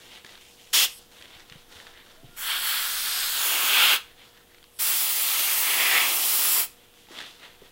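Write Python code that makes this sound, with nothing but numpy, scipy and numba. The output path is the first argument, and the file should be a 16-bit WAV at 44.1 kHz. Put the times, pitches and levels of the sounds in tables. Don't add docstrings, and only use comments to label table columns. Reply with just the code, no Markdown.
import sys
import numpy as np
from scipy import signal
from scipy.fft import rfft, irfft, next_fast_len
from scipy.io import wavfile
from scipy.ndimage import map_coordinates
from numba import njit

SR = 44100
rng = np.random.default_rng(int(sys.argv[2]) if len(sys.argv) > 2 else 0)


def volts_from_db(level):
    exponent = np.asarray(level, float) / 20
    return 10 ** exponent


def generate_wav(sig):
    pcm = np.round(np.clip(np.atleast_2d(sig).T, -1, 1) * 32767).astype(np.int16)
    wavfile.write(sys.argv[1], SR, pcm)


N = 340011

# frequency in Hz, density in dB per Hz.
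ROOM_TONE = [(20, -9), (33, -10), (45, -22), (60, -6.5), (120, -15.5), (170, -12.5), (290, -13), (450, -16),
             (900, -19), (2200, -22.5), (3300, -16), (4200, -24.5), (6000, -26), (9000, -26), (15800, -25)]
# frequency in Hz, level in dB.
HUM_LINES = [(59.2, -95), (118.4, -75), (360.7, -74.5), (479.1, -66.5), (721.4, -76)]
# start in seconds, length in seconds, level in dB, darkness in dB.
STROKES = [(0, 0.074, -53.5, -3), (0.119, 0.059, -50.5, -1), (0.263, 0.089, -52, 0),
           (0.41, 0.12, -56.5, -11), (0.596, 0.13, -56.5, -9), (0.973, 0.064, -56, -3),
           (1.123, 0.05, -54, -1), (1.216, 0.21, -54.5, 3.5), (1.504, 0.11, -56.5, 1), (1.717, .1, -49, 1),
           (1.87, 0.029, -55.5, 7), (1.96, 0.056, -59, 9.5), (2.067, 0.091, -56.5, 6),
           (2.255, 0.086, -61.5, 0), (4.064, 0.047, -61, 6.5), (4.192, 0.093, -56, 4),
           (4.36, 0.025, -63, 13), (4.5, 0.078, -66, 11), (6.73, 0.13, -63, 0), (6.95, 0.091, -62.5, -11),
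           (7.118, 0.045, -47.5, 2), (7.191, 0.028, -44.5, 7), (7.264, 0.041, -54, -5),
           (7.35, 0.052, -59, 2), (7.434, 0.023, -51, 6), (7.503, .05, -64, 0), (7.618, .05, -58, 5)]
# centre in Hz, width in Hz, level in dB.
RUSTLE_MODES = [(3400, 1600, 12), (4600, 8100, 8), (2600, 930, -9)]
RUSTLE_LOW_MODES = [(1070, 1900, -1.5), (1910, 460, 15.5)]
# start in seconds, peak in dB, ring in Hz.
TICKS = [(0.018, -39, 3590), (0.247, -30, 1750), (0.264, -35, 1930), (0.292, -35, 1960), (0.322, -38, 3310),
         (0.354, -36, 3660), (0.376, -37, 3280), (1.212, -38, 1840), (1.224, -33, 3340), (1.256, -40, 3110),
         (1.397, -38, 5200), (1.404, -38, 6100), (1.498, -33, 3470), (1.523, -31, 2930), (1.726, -36, 2640),
         (1.801, -34, 1870), (1.868, -35, 1770), (4.375, -41, 3470), (4.546, -42, 2120), (4.583, -42, 2040),
         (4.628, -42, 3330), (4.641, -37, 3130), (6.939, -44, 3230), (6.974, -45, 3280), (7.07, -45, 2400),
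         (7.086, -41, 845), (7.188, -26, 3460), (7.204, -27, 1690), (7.213, -29, 1740), (7.224, -30, 1850)]
# start in seconds, peak in dB, ring
# in Hz.
KNOCKS = [(.247, -42, 402), (1.192, -52, 86.1), (1.36, -50, 107), (1.516, -41, 148), (1.556, -39.5, 149),
          (1.758, -47, 88), (2.233, -42, 295), (2.243, -38, 127), (2.29, -46, 154), (2.33, -46, 300),
          (7.108, -38.5, 354), (7.172, -46, 265), (6.54, -45, 130), (7.619, -39, 420)]
# opening in seconds, length in seconds, rise in ms, easing off in seconds.
BURSTS = [
    (0.729, 0.11, 6.8, .012),
    (2.359, 1.576, 47, 0.029),
    (4.787, 1.813, 9.2, 0.05),
]
# time in seconds, air flow in dB, jet on the ear in dB,
# upper mode in Hz, depth into the hollow from 0 to 1.
SPRAY = [
    [(.73, -23, -20, 3100, 0.52), (.85, -26, -22, 3150, 0.64)],
    [(2.4, -32, -37, 2600, 0.36), (2.52, -36, -26.5, 3030, 0.34), (2.61, -34, -34.5, 3200, 0.37),
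     (2.67, -29, -28, 3240, 0.17), (2.91, -33.5, -34, 3780, 0.22), (3.36, -32.5, -30, 3800, 0.4),
     (3.44, -26, -29.5, 3020, 0.57), (3.6, -27.5, -30, 2730, 0.64), (3.8, -26, -19, 2700, 0.79)],
    [(4.8, -25, -33, 2860, .01), (4.87, -23.5, -32, 2870, .01), (5.19, -25, -33, 2820, 0.05),
     (5.3, -25.5, -29.5, 2800, 0.25), (5.62, -24, -30, 2240, 0.36), (5.96, -26.5, -21.5, 1960, 0.89),
     (6.13, -25, -32, 2650, 0.54), (6.35, -23.5, -32.5, 3200, 0.14), (6.61, -22, -31.5, 2400, 0.22)],
]
# frequency in Hz, density in dB per Hz.
HISS = [(4000, -4), (5000, -0.5), (6500, 1.5), (8000, -4), (9000, -5.5), (11000, -2), (13000, -0.5),
        (16000, 2)]
# time in seconds, delay in ms, echo strength, lower hiss share in
# dB.
HISS_ECHO = [(.8, .4, 0.063, 3.5), (2.4, 0.38, 0.27, -37), (2.6, 0.39, 0.21, -8), (2.86, 0.39, 0.13, -4),
             (2.97, 0.2, 0.099, -1.5), (3.2, .24, 0.39, 1.5), (3.5, 0.29, 0.081, -3.5), (3.96, .255, 0.08, -3),
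             (4.8, .37, 0.23, -5), (5.2, 0.4, 0.072, -5.5), (5.4, 0.34, 0.048, -3.5), (5.65, 0.36, .11, -5.5),
             (5.95, 0.4, 0.15, -2), (6.15, 0.37, 0.091, -4.5), (6.65, 0.39, 0.24, -5.5)]
# lower mode share in dB, lower mode in Hz, ridge share in dB,
# ridge fading in dB per second, cancelling from 0 to 1.
HOLLOW = [
    (-13.5, 1850, -2.5, 7, 0.15),
    (-4.5, 1570, 4, 17, 0.48),
    (-10, 1180, -13, 3, 0.3),
]
# frequency in Hz, density in dB per Hz.
RUMBLE = [(100, -30.5), (200, -19.5), (350, -8.5), (600, -9), (900, -4), (1300, -1.5), (2000, -55)]
# start in seconds, length in seconds, level in dB.
LEAKS = [
    (.9, 0.087, -49),
    (1.154, .08, -66),
    (2.454, 0.92, -37.5),
    (4.805, .04, -47.5),
]
# centre in Hz, width in Hz, level in dB.
BORE_MODES = [(5350, 800, -7), (8220, 170, 0.5), (11040, 650, -0.5), (13000, 450, -11.5)]
# level at its start in dB, change in dB per second.
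SQUEAK_PARTIALS = [(-55.5, -85), (-80, 141)]
# delay in ms, strength.
EARLY_ECHOES = [(1.4, 0.083), (2.3, 0.0028), (3.7, 0.024), (5.899, 0.0016)]


def rms_one(x):
    return x / np.sqrt(np.mean(x ** 2) + 1e-20)


def in_time(rows):
    s, *columns = np.transpose(rows)
    return [np.interp(np.arange(N) / SR, s, c) for c in columns]


def per_pull(values):
    opens = np.array(BURSTS)[:, 0] * SR
    pull = np.searchsorted(opens, np.arange(N)) - 1
    return np.asarray(values)[np.maximum(pull, 0)]


def held(start_s, length_s, rise_db_per_s, fall_db_per_s):
    t = np.arange(N) / SR
    before = np.maximum(start_s - t, 0)
    after = np.maximum(t - start_s - length_s, 0)
    return -rise_db_per_s * before - fall_db_per_s * after


def coloured(points):
    hz, db = np.transpose(points)
    size = next_fast_len(N)
    grid_hz = np.maximum(np.arange(size // 2 + 1) * SR / size, 1)
    shape = volts_from_db(np.interp(np.log(grid_hz), np.log(hz), db, left=-70, right=-70))
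    return rms_one(irfft(rfft(rng.standard_normal(size)) * shape, size)[:N])


def band(x, lo_hz, hi_hz, order=2):
    return signal.sosfilt(signal.butter(order, [lo_hz, hi_hz], "band", fs=SR, output="sos"), x)


def drift(rate_hz):
    r = np.exp(-80 * np.pi * rate_hz / SR)
    slow = signal.lfilter([1], [1, -2 * r, r * r], rng.standard_normal(N // 40 + 2002))[2000:]
    return np.interp(np.arange(N) / 40, np.arange(len(slow)), rms_one(slow))


@njit
def resonate(x, turn, r):
    y = np.zeros(len(x))
    for i in range(2, len(x)):
        drive = (1 - r[i] ** 2) / 2 * (x[i] - x[i - 2])
        y[i] = drive + 2 * r[i] * np.cos(turn[i]) * y[i - 1] - r[i] ** 2 * y[i - 2]
    return y


def mode(x, hz, width_hz):
    each = np.zeros(len(x))
    return resonate(x, each + 2 * np.pi * hz / SR, each + np.exp(-np.pi * width_hz / SR))


def echo(x, ms):
    late = np.clip(ms, .05, 9) * SR / 1000
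    return map_coordinates(x, [np.arange(N) - late], order=3)


def room_tone():
    t = np.arange(N) / SR
    hum = sum(volts_from_db(db + 2.0 + .6 * drift(3.6)) * np.sin(2 * np.pi * hz * t + k)
              for k, (hz, db) in enumerate(HUM_LINES))
    steady_db, walk_db, walk_s, walk_length_s = -65.5, -62, 1.6, 1.96
    shake = volts_from_db(steady_db) + volts_from_db(walk_db + held(walk_s, walk_length_s, 35, 66))
    shake = shake * coloured([(7, -25), (11, -9), (15, -1), (20, -6.0), (26, -23), (34, -26)])
    return volts_from_db(-58) * coloured(ROOM_TONE) + hum + shake


def fold_modes(rub, modes):
    return sum((-1) ** k * volts_from_db(db + 1.5 * drift(8)) * mode(rub, hz, width_hz)
               for k, (hz, width_hz, db) in enumerate(modes))


def rustle():
    rise_db_per_s, fall_db_per_s, fidget_db = 485, 208, -88
    dull_db, crisp_db, low_db = -7, -8, -11
    level, dark_sum = volts_from_db(fidget_db), 0
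    for s, length_s, db, dark in STROKES:
        gain = volts_from_db(db + held(s, length_s, rise_db_per_s, fall_db_per_s))
        level = level + gain
        dark_sum = dark_sum + gain * dark
    dark_db = dark_sum / level

    born = rng.random(N) < 900 * volts_from_db(4.0 * drift(35)) / SR
    size = volts_from_db(1.3 * np.minimum(rng.exponential(1, N), 4))
    grains = born * size * rng.choice([-1, 1], N)
    rub = 1.07 * rms_one(grains) + rng.standard_normal(N) * volts_from_db(0.59 * drift(29))

    body = rms_one(band(fold_modes(rub, RUSTLE_MODES), 1430, 3630))
    low = volts_from_db(low_db + dark_db) * rms_one(band(fold_modes(rub, RUSTLE_LOW_MODES), 560, 2460))
    dull = volts_from_db(dull_db + 0.3 * dark_db) * rms_one(band(rub, 200, 1280))
    crisp = volts_from_db(crisp_db - 0.54 * dark_db) * rms_one(band(rub, 3100, 8400, order=1))
    return level * (body + low + dull + crisp)


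def taps(events, cycles, crack_hz, crack_db, snap_db, trim_db):
    out, t = np.zeros(N + 4410), np.arange(4410) / SR
    for s, db, hz in events:
        noise = rng.standard_normal(4410)
        ring = np.sin(2 * np.pi * hz * t) * volts_from_db(-60 * t * hz / cycles)
        crack = volts_from_db(crack_db) * band(noise, *crack_hz) * volts_from_db(-80 * t * crack_hz[0] / cycles)
        snap = volts_from_db(snap_db) * band(noise, 4200, 9500) * volts_from_db(-60 * t / 0.0081)
        out[round(s * SR):][:4410] += volts_from_db(db + trim_db) * (ring + crack + snap)
    return out[:N]


def ticks():
    return taps(TICKS, cycles=28, crack_hz=(1300, 4300), crack_db=7, snap_db=-15, trim_db=-4)


def knocks():
    return taps(KNOCKS, cycles=9.6, crack_hz=(120, 380), crack_db=13, snap_db=-41, trim_db=-1)


def valve():
    t = np.arange(N) / SR
    ease_db_per_s, shut_db_per_s = 191, 600
    flow = np.zeros(N)
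    for s, length_s, rise_ms, easing_s in BURSTS:
        build = 1 - np.exp(-np.clip(t - s, 0, 1) * 1000 / rise_ms)
        ease_db = held(s, length_s, 0, ease_db_per_s)
        shut_db = held(s, length_s + easing_s, 0, shut_db_per_s)
        flow += build * volts_from_db(ease_db + shut_db)
    return flow


def nozzle():
    flow_db = in_time(np.concatenate(SPRAY))[0]
    delay_ms, strength, lower_db = in_time(HISS_ECHO)
    hiss = coloured(HISS)
    hiss = hiss + 1.4 * strength * echo(hiss, delay_ms) + .15 * echo(hiss, .62 + .06 * drift(1.2))
    upper = rms_one(band(hiss, 6570, 22000, order=4)) * volts_from_db(.5 * drift(25))
    lower = rms_one(band(hiss, 3480, 9020, order=4)) * volts_from_db(lower_db + 0.29 * drift(22))
    return volts_from_db(flow_db + 0.41 * drift(2.4)) * (upper + lower)


def ear():
    flow_db, upper_db, upper_hz, depth = in_time(np.concatenate(SPRAY))
    share_db, open_hz, ridge_db, fading_db_per_s, cancel = per_pull(HOLLOW).T
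    since_s = np.maximum(np.arange(N) / SR - per_pull(BURSTS)[:, 0], 0)
    first, second, third = rng.standard_normal((3, N))
    buffet_db = 0.8 * drift(14)

    wide_hz, narrow_hz, sink_hz = 3200, 700, 270
    width_hz = wide_hz * (narrow_hz / wide_hz) ** depth
    lower_hz = open_hz - sink_hz * depth

    moving = mode(first, upper_hz, width_hz) / np.sqrt(width_hz / 1000)
    ridge = mode(mode(third, 3230, 520), 3230, 520)
    ridge = ridge - .8 * (1 - depth) * mode(mode(third, 4450, 700), 4450, 700)
    ridge_db = np.maximum(ridge_db - fading_db_per_s * since_s, -7)
    upper = (moving + volts_from_db(ridge_db) * 1.24 * ridge) / np.sqrt(1 + volts_from_db(2 * ridge_db))
    upper = volts_from_db(0.081 * drift(40)) * rms_one(band(upper, 1590, 4560))

    lower = mode(mode(second, lower_hz, 1380), lower_hz, 1380) + 0.61 * band(second, 1350, 3100)
    lead_db, lead_s = per_pull([0, 6, 0]), .12
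    lag_db = .28 * (upper_db - flow_db)
    lower_db = share_db + lead_db * np.exp(-since_s / lead_s) - lag_db
    lower = volts_from_db(lower_db + .8 * drift(6) + .5 * drift(30)) * rms_one(band(lower, 630, 2570))

    hollow = volts_from_db(upper_db + buffet_db) * (upper + lower)
    hollow = hollow - cancel * (0.32 + depth) * mode(hollow, 1.35 * lower_hz, 580)
    rumble_db = flow_db - 22 + 15.5 * depth + buffet_db + 0.5 * drift(15)
    return hollow + volts_from_db(rumble_db) * coloured(RUMBLE)


def leak():
    rise_db_per_s, fall_db_per_s = 221, 900
    seep = sum(volts_from_db(db + held(s, length_s, rise_db_per_s, fall_db_per_s)) for s, length_s, db in LEAKS)
    air = rng.standard_normal(N)
    whistle = sum(volts_from_db(db) * mode(air, hz, width_hz) for hz, width_hz, db in BORE_MODES)
    return seep * rms_one(whistle + 0.32 * band(air, 8200, 10000))


def squeak():
    start_s, length_s, pitch_hz, scoop_hz, scoop_s = 2.185, .19, 705, 70, .04
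    since_s = np.clip(np.arange(N) / SR - start_s, -.03, length_s)
    phase = 2 * np.pi * np.cumsum(pitch_hz - scoop_hz * np.exp(-since_s / scoop_s)) / SR
    tone = sum(volts_from_db(db + slope * since_s) * np.sin((k + 1) * phase)
               for k, (db, slope) in enumerate(SQUEAK_PARTIALS))
    return volts_from_db(held(start_s, length_s, 700, 700) + 2.0 * drift(25)) * tone


def early(x):
    total = x + sum(strength * echo(x, ms + 0.053 * drift(0.11)) for ms, strength in EARLY_ECHOES)
    return total / np.sqrt(1 + sum(strength ** 2 for ms, strength in EARLY_ECHOES))


def workshop(x):
    t60_s, tail_db = 0.29, -15
    t = np.arange(int(.5 * SR)) / SR
    tail = rng.standard_normal(len(t)) * volts_from_db(-60 * t / t60_s) * (t > .006)
    tail = band(tail, 240, 8200, order=1)
    return volts_from_db(tail_db) * signal.fftconvolve(x, tail / np.sqrt(np.sum(tail ** 2)))[:N]


def scene():
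    spray = valve() * (nozzle() + ear()) + leak()
    near = early(rustle() + spray) + ticks() + knocks()
    return np.tile(near + workshop(near) + squeak() + room_tone(), (2, 1))


def band_limit(x):
    return signal.sosfilt(signal.butter(12, 16960, fs=SR, output="sos"), x)


def record(dry):
    cut = signal.sosfilt(signal.ellip(14, .1, 80, 15790, fs=SR, output="sos"), dry)
    return band_limit(cut)


dry = scene()
out = record(dry)
generate_wav(out)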